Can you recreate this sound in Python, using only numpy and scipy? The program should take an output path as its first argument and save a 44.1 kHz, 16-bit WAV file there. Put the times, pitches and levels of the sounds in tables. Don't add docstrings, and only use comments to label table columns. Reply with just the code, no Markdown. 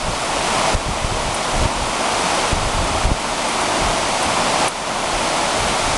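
import sys
import numpy as np
from scipy import signal
from scipy.fft import rfft, irfft, next_fast_len
from scipy.io import wavfile
from scipy.ndimage import uniform_filter1d, minimum_filter1d, map_coordinates

SR = 44100
rng = np.random.default_rng(int(sys.argv[2]) if len(sys.argv) > 2 else 0)


def master_out(mix):
    frames = np.transpose(np.atleast_2d(mix))
    ceiling = np.clip(frames, -1, 1)
    pcm = np.round(ceiling * 32767).astype(np.int16)
    wavfile.write(sys.argv[1], SR, pcm)


N = 263314


def amp(db):
    return 10 ** (np.asarray(db) / 20)


def unit(x):
    return x / np.sqrt(np.mean(x ** 2) + 1e-20)


def wobble(rate):
    return map_coordinates(rng.standard_normal(200), [np.arange(N) * rate / SR], mode="mirror")


def filtered(x, response):
    size = next_fast_len(N + SR // 4)
    return irfft(rfft(x, size) * response(np.fft.rfftfreq(size, 1 / SR)), size)[:N]


def coloured(x, points):
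    point_hz, db = np.transpose(points)
    return filtered(x, lambda hz: amp(np.interp(np.log(hz + 1), np.log(point_hz), db)))


def impacts(rate, spread_db):
    lands = rng.random(N) < rate / SR
    size = amp(spread_db * np.clip(rng.standard_normal(N), -2, 2))
    return lands * size * np.sign(rng.standard_normal(N))


def ringing(hits, fade_s):
    t = np.arange(SR // 4) / SR
    ring = rng.standard_normal(len(t)) * amp(-60 * t / fade_s)
    return unit(signal.fftconvolve(hits, ring)[:N])


# (frequency [Hz], level [dB])
PANEL_TONE = [(30, -43), (100, -12.5), (220, -6), (330, -6.5), (450, -7), (620, -0.5), (850, -1.3),
              (1120, -3.5), (1350, -6.5), (1650, -15), (2500, -18.5), (6000, -60)]
# (frequency [Hz], width [Hz], level [dB])
ROOF_NOTES = [(183, 14, -13), (230.6, 26, 8), (256, 11, -5), (360.3, 6.6, 10.5), (635, 16, 8)]


def drumming(panel_count=60):
    def roof_response(hz):
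        return sum(amp(db) * 1j * hz * width / (note * note - hz * hz + 1j * hz * width)
                   for note, width, db in ROOF_NOTES)

    panels = sum(ringing(impacts(rate=120, spread_db=4), fade_s=0.054) for _ in range(panel_count))
    near_roof = unit(filtered(impacts(rate=900, spread_db=10), roof_response))
    return unit(coloured(panels, PANEL_TONE)) + amp(-17) * near_roof


# (frequency [Hz], level [dB])
SPLASH_TONE = [(400, -53), (1300, -2), (1700, -2.5), (2150, 2), (2800, 0), (3400, 0), (4000, -2),
               (5000, -2.5), (5600, -4.5), (6000, -3.5), (6800, -5.5), (10000, -7), (13000, -19.5)]


def splashing():
    far = rng.standard_normal(N) * amp(0.13 * wobble(17))
    near = ringing(impacts(rate=1200, spread_db=3.5), fade_s=0.0095)
    spray = unit(impacts(rate=2800, spread_db=3.5))
    return unit(coloured(far + amp(-11.0) * near + amp(-6.5) * spray, SPLASH_TONE))


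# (time [s], level change [dB])
RAIN_LEVEL = [(0, -0.6), (0.55, 1), (0.85, 0.5), (1.3, -2.1), (1.6, -0.8), (1.9, -0.7), (2.35, 0.9),
              (2.8, -1.5), (3.05, -1.1), (3.45, 0.15), (4.15, -1.05), (4.6, 0.3), (4.85, -0.3), (5.25, 1),
              (5.97, -0.3)]


def rain(drum_db=-19, splash_db=-22.5, waver_db=0.15):
    times, change_db = np.transpose(RAIN_LEVEL)
    level_db = np.interp(np.arange(N) / SR, times, change_db) + waver_db * wobble(5)
    roofs = amp(drum_db + 0.37 * wobble(5.1)) * drumming()
    splashes = amp(splash_db) * splashing()
    return amp(level_db) * (roofs + splashes)


# (time [s], length [s], level [dB])
WIND_GUSTS = [(0.018, 0.082, -18), (0.725, .035, -16), (0.851, .04, -13), (1.0, 0.19, -20.5),
              (1.237, .05, -21), (1.523, 0.11, -18), (1.752, 0.1, -22), (2.543, 0.12, -18),
              (2.73, 0.11, -19.5), (2.885, 0.17, -23.5), (3.035, 0.058, -13.5), (3.798, 0.11, -23.5),
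              (4.236, 0.037, -29), (4.41, .05, -31), (5.104, 0.054, -24), (5.575, 0.11, -24.5),
              (5.807, 0.15, -25)]


def wind_strength(breeze_db=-35.5, rise_s=0.02, fall_s=0.046):
    t = np.arange(N) / SR
    level = amp(breeze_db + 2.1 * wobble(9))
    for start, length, db in WIND_GUSTS:
        rise = np.clip((t - start) / rise_s, 0, 1)
        fall = np.exp(-np.maximum(t - start - length, 0) / fall_s)
        level = np.maximum(level, amp(db) * rise * fall)
    return 20 * np.log10(level)


# (frequency [Hz], level [dB])
RUMBLE_TONE = [(8, -25), (25, 7), (55, -0.5), (100, -6), (170, -13), (300, -21), (700, -20), (2000, -80)]
# (frequency [Hz], level [dB])
SWIRL_TONE = [(30, -12), (80, 5.5), (160, 1), (350, -21), (1200, -35)]


def wind(strong_gust_db=-16, swirl_growth=1.35):
    strength_db = wind_strength()
    rumble = unit(coloured(rng.standard_normal(N), RUMBLE_TONE))
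    rumble = unit(np.tanh(0.71 * rumble))
    flutter = rng.standard_normal(N) * amp(4.2 * wobble(30))
    swirls = unit(coloured(flutter, SWIRL_TONE))
    swirl_db = -26 + swirl_growth * (strength_db - strong_gust_db)
    return amp(strength_db) * rumble + amp(swirl_db) * swirls


# (time [s], peak level [dB], push length [s])
WIND_THUMPS = [(0.7498, -1.5, 0.0026), (1.046, -5.5, 0.0025), (1.123, -6.5, 0.002), (1.656, -4, .0018),
               (2.529, -3.5, 0.0024), (3.055, -3.5, .0035), (3.09, -7, 0.0027), (3.116, 1, 0.002)]


def wind_thumps():
    out = np.zeros(N + SR)
    t = np.arange(SR // 10) / SR
    for start, db, push_s in WIND_THUMPS:
        age = t / push_s
        pressure = age * (2 - age) * np.exp(-age)
        out[round(start * SR):][:len(t)] += amp(db) * pressure / pressure.max()
    return out[:N]


# (time [s], level [dB])
CLOSE_DROPS = [(1.3445, -8), (1.3485, -7.5), (3.4865, -9.5), (4.2278, -6), (4.6826, 3)]


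def close_drops(faint_count=22, pitch_hz=9500, rise_s=0.00021):
    out = np.zeros(N + SR)
    t = np.arange(SR // 40) / SR
    age = t / rise_s
    tick = age ** 2 * np.exp(1 - age ** 2)
    spatter_db, delay_s, fade_s = -14, 0.0025, 0.035
    spatter_level = (t > delay_s) * amp(spatter_db - 60 * (t - delay_s) / fade_s)
    faint_db, spread_db = -16.5, 3
    faint_drops = [(rng.random() * N / SR, rng.normal(faint_db, spread_db)) for _ in range(faint_count)]
    for start, db in list(CLOSE_DROPS) + faint_drops:
        spatter = spatter_level * unit(uniform_filter1d(rng.standard_normal(len(t)), size=16))
        drop = (tick + spatter) * np.sin(2 * np.pi * pitch_hz * t)
        out[round(start * SR):][:len(t)] += amp(db) * drop
    return out[:N]


def scene():
    return (rain() + close_drops() + wind() + wind_thumps())[None]


def automatic_volume(x, ceiling_db, hold_s, release_s, start_cut_db):
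    excess_db = np.maximum(20 * np.log10(np.abs(x) + 1e-9) - ceiling_db, 1e-6)
    excess_db[0] = start_cut_db
    half_hold = int(hold_s * SR / 2)
    held_db = -minimum_filter1d(-excess_db, 2 * half_hold + 1, origin=half_hold, mode="nearest")
    fade = np.arange(N) / SR / release_s
    cut_db = np.exp(np.maximum.accumulate(np.log(held_db) + fade) - fade)
    early_cut_db = -minimum_filter1d(-cut_db, size=45)
    return x * amp(-uniform_filter1d(early_cut_db, size=45))


# (frequency [Hz], level [dB])
MIC_TONE = [(10100, 0), (10500, -2.5), (11000, -11.5), (11700, -8), (12000, -20)]


def record(dry):
    low_cut_hz, top_hz = 16, 12069
    levelled = automatic_volume(dry[0], ceiling_db=-4.0, hold_s=0.075, release_s=0.44, start_cut_db=5.0)
    dulled = coloured(levelled, MIC_TONE)
    return filtered(dulled, lambda hz: hz / np.hypot(hz, low_cut_hz) * (hz < top_hz))[None]


dry = scene()
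out = record(dry)
master_out(out)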